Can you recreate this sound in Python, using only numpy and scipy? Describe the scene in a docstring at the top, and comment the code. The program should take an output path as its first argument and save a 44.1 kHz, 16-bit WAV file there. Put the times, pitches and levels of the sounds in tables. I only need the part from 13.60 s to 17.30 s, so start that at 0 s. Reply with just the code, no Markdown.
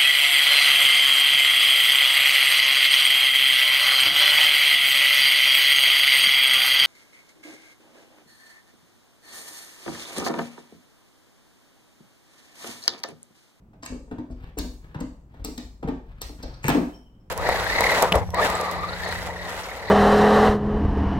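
"""In a small, hard-walled room, a cat leaps again and again at a glass sliding door.
Its claws skid by stick-slip friction at each take-off, its paws rub the pane and set it vibrating,
and it drops back on the wooden floor, exciting the damped modes of the boards. The last fall
clatters against the door frame and ends in a heavy thump; a few faint squeaks follow.
The walls reverberate, and a quiet low hum lies under it all."""
import sys
import numpy as np
from scipy import signal
from scipy.fft import rfft, irfft
from scipy.io import wavfile
from scipy.ndimage import uniform_filter1d

SR = 44100
rng = np.random.default_rng(int(sys.argv[2]) if len(sys.argv) > 2 else 0)


def wrap_up_sound(samples):
    """Save the sound to the file named by the first command line argument, as 16-bit audio."""
    columns = np.atleast_2d(samples).T
    # keep every value between -1 and 1, then stretch to whole-number steps
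    tamed = np.clip(columns, -1, 1)
    steps = np.round(tamed * 32767).astype(np.int16)
    wavfile.write(sys.argv[1], SR, steps)


N = 163170
BLOW_S = .01  # a blow's level is its energy spread over this time
# modes of the door frame (frequency [Hz], relative level [dB], T60 [s])
FRAME_MODES = [(679.6, 16, 0.22), (887, 23.3, 0.084), (1033, 2.5, 0.068), (1564, 8.4, 0.11), (1796, 8, .18),
               (2273, 2.2, 0.26)]


def amp(db):
    """Decibels to amplitude ratio."""
    return 10 ** (np.asarray(db) / 20)


def unit(x):
    """Normalisation to unit energy."""
    return x / np.sqrt(np.sum(x ** 2) + 1e-20)


def curve(points, hz):
    """Interpolation along log frequency."""
    p = np.array(points, float)
    return np.interp(np.log(hz + 1), np.log(p[:, 0]), p[:, 1])


def add(track, at_s, sound):
    """Superposition of a sound at a given time."""
    i = max(int(at_s * SR), 0)
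    track[i:i + len(sound)] += sound[:max(N - i, 0)]


def through(x, response):
    """Convolution with an impulse response."""
    return signal.fftconvolve(x, response)[:N]


def colour(x, spectrum, size=4096):
    """Minimum-phase filtering that keeps the power of white noise."""
    cepstrum = irfft(np.log(amp(curve(spectrum, np.fft.rfftfreq(size, 1 / SR)))))
    cepstrum[1:size // 2] *= 2
    cepstrum[size // 2 + 1:] = 0
    return through(x, unit(irfft(np.exp(rfft(cepstrum)))))


def contact(db, decay_s, rise_s, size=6000):
    """Rough impact: a noise burst with exponential rise and decay."""
    t = np.arange(size) / SR
    burst = rng.standard_normal(size) * (1 - np.exp(-t / rise_s)) * np.exp(-t / decay_s)
    return unit(burst) * amp(db) * np.sqrt(BLOW_S * SR)


def blows(rows, decay_s, rise_s=1 / SR):
    """Impact train: one contact per (time [s], level [dB])."""
    out = np.zeros(N)
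    for at, db in rows:
        add(out, at, contact(db, decay_s, rise_s))
    return out


def ring(rows, modes, rise_s=1 / SR, vary=1):
    """Free vibration: each blow excites damped modes, in a mix and tuning that vary with the spot."""
    scatter_db, detune = 3, .02
    hz, db, t60 = np.array(modes).T[:, :, None]
    out, t = np.zeros(N), np.arange(int(t60.max() * SR)) / SR
    polarity = (-1) ** np.arange(len(modes))[:, None]
    envelope = np.exp(-np.log(1000) * t / t60) * (1 - np.exp(-t / rise_s))
    spots = vary * rng.standard_normal((len(rows), 2, len(modes), 1))
    for (at, level), (mix, tune) in zip(rows, spots):
        sines = np.sin(2 * np.pi * hz * (1 + detune * tune) * t)
        tones = amp(db + scatter_db * mix) * polarity * envelope * sines
        add(out, at, unit(tones.sum(axis=0)) * amp(level) * np.sqrt(BLOW_S * SR))
    return out


def friction(slips_per_s, spread_db):
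    """Stick-slip friction: dense random impulses of uneven size, rms 1."""
    slips = (rng.random(N) < slips_per_s / SR) * rng.choice([-1, 1], N)
    return unit(slips * amp(spread_db * rng.standard_normal(N))) * np.sqrt(N)


def wobble(size):
    """Random modulation: noise averaged over size samples, rms 1."""
    return unit(uniform_filter1d(rng.standard_normal(N), size=size)) * np.sqrt(N)


def diffuse(size, port_gap_m=0.14):
    """Diffuse field at two microphone ports: coherent in the bass, incoherent in the treble."""
    coherence = np.sinc(2 * np.fft.rfftfreq(size, 1 / SR) * port_gap_m / 343)
    shares = np.sqrt([(1 + coherence) / 2, (1 - coherence) / 2])
    mid, side = rfft(rng.standard_normal((2, size))) * shares
    return irfft(np.array([mid + side, mid - side]), size)


def hum(level_db=-53):
    """Ambient noise: a steady diffuse field, strongest in the bass."""
    # noise spectrum (frequency [Hz], relative density [dB])
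    spectrum = [(20, -5.5), (55, 0), (250, -7), (450, -19), (1000, -26), (2000, -37.5), (5000, -49),
                (16000, -48.5)]
    return amp(level_db) * np.array([colour(side, spectrum) for side in diffuse(size=N)])


def paws():
    """Impact excitation: the cat's weight thuds and rings the boards; its pads slap and shake the frame."""
    # paws striking floor and door (time [s], weight level [dB], pad level [dB], slap pitch [Hz])
    strikes = [(.132, -57, -54, 670), (0.227, -43, -43, 1120), (0.297, -33.5, -51, 600),
               (.317, -28, -54, 583), (0.352, -34.5, -54, 500), (0.477, -48.5, -55, 550),
               (.511, -27.5, -37.5, 630), (.582, -26, -37.5, 442), (.700, -33, -50.5, 556),
               (.970, -34.5, -38.5, 425), (.988, -30, -39, 470), (1.008, -37, -66, 454),
               (1.045, -30.5, -58, 400), (1.344, -35, -39, 1150), (1.388, -37, -46.5, 840),
               (1.406, -23.5, -42.5, 986), (1.740, -66, -51.5, 716), (1.794, -44.5, -51, 540),
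               (1.849, -31.5, -45.5, 630), (1.878, -32, -51, 710), (1.978, -33.5, -42.5, 570),
               (2.227, -29, -36.5, 770), (2.274, -41, -33.5, 660), (2.285, -23, -33, 557),
               (2.693, -38, -45, 490), (2.831, -34, -36.5, 489), (3.046, -27, -38, 860),
               (3.083, -18, -25, 920), (3.098, -22, -25, 795), (3.146, -14.5, -24.5, 614),
               (3.166, -15, -31, 483), (3.208, -26, -37, 430)]
    # modes of the boards (frequency [Hz], relative level [dB], T60 [s])
    floor_modes = [(171.7, -6.5, 0.24), (250.8, 7.5, .15), (297.6, -2.5, 0.25), (363.3, 3, 0.061),
                   (510.3, -13, 0.17)]
    # dull thud of the floor (frequency [Hz], relative density [dB])
    thud_spectrum = [(50, -24.5), (130, -13), (290, 1), (450, -11.5), (800, -23.5), (16000, -106)]
    # slap of a pad (frequency [multiple of its pitch], relative density [dB])
    slap_spectrum = [(.12, -28), (.5, 6.5), (1, 8), (1.7, -1.5), (3.2, -11.5), (6, -23), (25, -36)]
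    board_rise_s, pad_rise_s = 0.0042, 0.0016
    weight = [(at, db) for at, db, _, _ in strikes]
    pads = [(at, db) for at, _, db, _ in strikes]
    boards = amp(-4) * ring(weight, floor_modes, board_rise_s)
    thud = amp(-5) * colour(blows(weight, decay_s=0.008, rise_s=board_rise_s), thud_spectrum)
    frame = amp(-14) * ring(pads, FRAME_MODES, pad_rise_s)
    slaps = np.zeros(N)
    for at, _, db, hz in strikes:
        spectrum = [(multiple * hz, gain) for multiple, gain in slap_spectrum]
        add(slaps, at, colour(contact(db, decay_s=0.0082, rise_s=pad_rise_s), spectrum))
    return boards + thud + frame + slaps


def claws():
    """Stick-slip friction: each skid rasps with a falling squeak; claw tips click as they catch."""
    # claws skidding (time [s], duration [s], rasp level [dB], squeak level [dB])
    skids = [(.223, 0.025, -46.5, -44.5), (0.259, 0.0089, -39, -39), (0.704, 0.03, -67, -63.5),
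             (0.974, 0.016, -35, -48.5), (0.986, 0.0156, -42, -33), (1.402, .012, -45.5, -47.5),
             (1.84, .024, -42.5, -39), (1.975, 0.011, -41, -38), (2.609, 0.0236, -41.5, -37),
             (2.824, 0.017, -49, -40.5), (2.934, 0.018, -63.5, -49.5), (3.025, 0.094, -38.5, -47.5)]
    # claw tips catching (time [s], level [dB])
    catches = [(.254, -45.5), (.263, -52), (.710, -67), (.9875, -30.5), (1.405, -47.5), (1.847, -29),
               (1.979, -41), (2.6168, -29.5), (2.8292, -47.5), (3.082, -25.5), (3.092, -28)]
    # rasp of a skid (frequency [Hz], relative density [dB])
    rasp_spectrum = [(200, -18.5), (1000, 6), (2800, 5.5), (4500, -25), (6000, 2.5), (8000, 4),
                     (11000, -4.5), (16000, -23.5)]
    # click of a tip (frequency [Hz], relative density [dB])
    click_spectrum = [(300, 7.5), (2000, -14), (8000, 0), (16000, 1)]
    from_hz, to_hz, waver_depth = 4750, 4280, .17
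    pressure, squeak, waver = np.zeros(N), np.zeros(N), wobble(size=24)
    for at, length, rasp_db, squeak_db in skids:
        progress = np.linspace(0, 1, int(length * SR))
        grip = np.sin(np.pi * progress)
        glide_hz = from_hz + (to_hz - from_hz) * progress
        hz = glide_hz * np.exp(waver_depth * waver[int(at * SR):][:len(progress)])
        add(pressure, at, amp(rasp_db) * grip)
        add(squeak, at, amp(squeak_db) * grip * np.sin(2 * np.pi * np.cumsum(hz) / SR))
    rasp = colour(pressure * friction(slips_per_s=2000, spread_db=4.5), rasp_spectrum)
    clicks = colour(blows(catches, decay_s=0.0019), click_spectrum)
    return rasp + squeak + clicks


def pane_booms():
    """Plate vibration: each push excites the low modes of the big pane."""
    # pushes on the glass (time [s], relative level [dB])
    pushes = [(.305, -32), (.700, -29.5), (.975, -26.5), (1.400, -32.5), (1.795, -30.5), (2.030, -35),
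              (2.255, -29.5), (2.480, -35), (2.630, -30.5), (2.830, -31), (3.100, -29.5)]
    # modes of the pane (frequency [Hz], relative level [dB], T60 [s])
    modes = [(35.8, 7, 0.98), (54.9, 9, 1), (68.6, -1.5, 1), (86.5, 7, 0.16)]
    return amp(4) * ring(pushes, modes, rise_s=0.002, vary=0)


def thumps():
    """Heavily damped resonance: the cat's full weight comes down with a short, low thump."""
    # full landings (time [s], level [dB])
    landings = [(.527, -34.5), (.586, -33), (1.356, -28), (2.245, -25.5), (3.048, -24.5), (3.105, -24)]
    # modes of a landing (frequency [Hz], relative level [dB], T60 [s])
    modes = [(100.7, 7, 0.017), (130.6, 6, 0.041), (173, -6.5, 0.058)]
    return ring(landings, modes)


def pane_rubs(scuff_db=3.5):
    """Sliding friction: paws and fur grip and let go of the glass, whispering in short scuffs."""
    # slides on the glass (time [s], duration [s], level [dB])
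    slides = [(.748, .17, -48.5), (1.176, 0.19, -55), (1.68, 0.18, -52), (2.428, 0.21, -51.5),
              (2.77, 0.14, -44.5), (2.864, 0.18, -49)]
    # rubbing noise (frequency [Hz], relative density [dB])
    spectrum = [(100, 15), (600, -5), (1500, -6), (3300, -17), (7000, -33.5), (16000, -27.5)]
    pressure = np.zeros(N)
    for at, length, db in slides:
        add(pressure, at, amp(db) * signal.windows.tukey(int(length * SR)))
    scuffs = unit(amp(scuff_db * wobble(size=500))) * np.sqrt(N)
    return colour(pressure * scuffs * friction(slips_per_s=3000, spread_db=4.0), spectrum)


def frame_knocks():
    """Hard impact: a brief contact gives a broadband crack and rings the door frame's modes."""
    # knocks on the frame (time [s], level [dB])
    knocks = [(2.285, -44), (3.042, -30.5), (3.082, -21), (3.091, -29.5), (3.102, -25.5)]
    # crack of a knock (frequency [Hz], relative density [dB])
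    spectrum = [(100, 5.5), (600, -14.5), (1800, 0), (2800, -7.5), (4500, -17.5), (8000, -26),
                (16000, -19.5)]
    crack = colour(blows(knocks, decay_s=0.0021), spectrum)
    return crack + amp(-8) * ring(knocks, FRAME_MODES, vary=0)


def faint_squeaks():
    """Frequency modulation: short, thin tones waver and rise a little after the fall."""
    # squeaks (time [s], frequency [Hz], level [dB])
    squeaks = [(3.320, 3080, -57), (3.335, 5370, -56), (3.454, 3020, -65), (3.535, 3090, -73.5),
               (3.595, 5350, -75.5), (3.625, 3110, -78)]
    length_s, pitch_rise, waver_depth = 0.036, 0.023, .024
    out, waver = np.zeros(N), wobble(size=60)
    progress = np.linspace(0, 1, int(length_s * SR))
    for at, hz, db in squeaks:
        bend = pitch_rise * (progress - .5) + waver_depth * waver[int(at * SR):][:len(progress)]
        tone = np.sin(2 * np.pi * np.cumsum(hz * (1 + bend)) / SR)
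        add(out, at, amp(db) * np.sin(np.pi * progress) * tone)
    return out


def echoes(bands=19, build_up_s=0.00084, size=2 ** 15):
    """Reverberation: the impulse response for one spot is a diffuse tail that decays band by band."""
    # reverberation time (frequency [Hz], T60 [s])
    room_t60 = [(250, 0.35), (1000, 0.47), (2500, 0.39), (4500, 0.4535), (12000, 0.61)]
    # reverberant strength (frequency [Hz], level against the direct sound [dB])
    room_db = [(60, -21.5), (120, 1), (300, -0.5), (1000, 1), (4500, 2.5), (8000, -3), (12000, -12)]
    t, hz = np.arange(size) / SR, np.fft.rfftfreq(size, 1 / SR)
    centres = np.geomspace(35, 18000, bands)
    onset = 1 - np.exp(-(t / build_up_s) ** 2)
    noise, response = rfft(diffuse(size=size)), np.zeros((2, size))
    for centre, pick in zip(centres, np.eye(bands)):
        band = irfft(noise * curve(list(zip(centres, pick)), hz), size)
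        fade = unit(onset * np.exp(-np.log(1000) * t / curve(room_t60, centre)))
        response += band * fade * amp(curve(room_db, centre))
    return response


def room(x, spots=4):
    """Path differences: direct sound reaches the left port first; echoes change as the cat moves."""
    left_lead_s, pan_db, move_s = .00023, 1.18, .11
    delayed = np.pad(x, (int(left_lead_s * SR), 0))[:N]
    out = np.array([amp(pan_db) * x, amp(-pan_db) * delayed])
    for spot in range(spots):
        away = (np.arange(N) / SR / move_s - spot) % spots - 1
        here = x * np.cos(np.pi / 2 * np.clip(away, -1, 1))  # equal-power crossfade between spots
        out += [through(here, side) for side in echoes()]
    return out


def scene():
    """Superposition: cat, door and floor sound in the room, over its quiet hum."""
    background = hum()
    sources = paws() + claws() + pane_booms() + thumps() + pane_rubs() + frame_knocks() + faint_squeaks()
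    return room(sources) + background


def record(dry, top_hz=15800):
    """Frequency response: the microphone has two narrow dips in the treble, and the top is cut."""
    # microphone notches (frequency [Hz], half width [Hz], depth [dB])
    notches = [(9676, 555, 23), (13520, 330, 44)]
    hz = np.fft.rfftfreq(2 * N, 1 / SR)
    loss_db = sum(depth * np.exp(-((hz - centre) / width) ** 2) for centre, width, depth in notches)
    heard = irfft(rfft(dry, 2 * N) * amp(-loss_db))[:, :N]
    return signal.sosfilt(signal.ellip(8, .2, 80, top_hz, fs=SR, output="sos"), heard)


dry = scene()
out = record(dry)
wrap_up_sound(out)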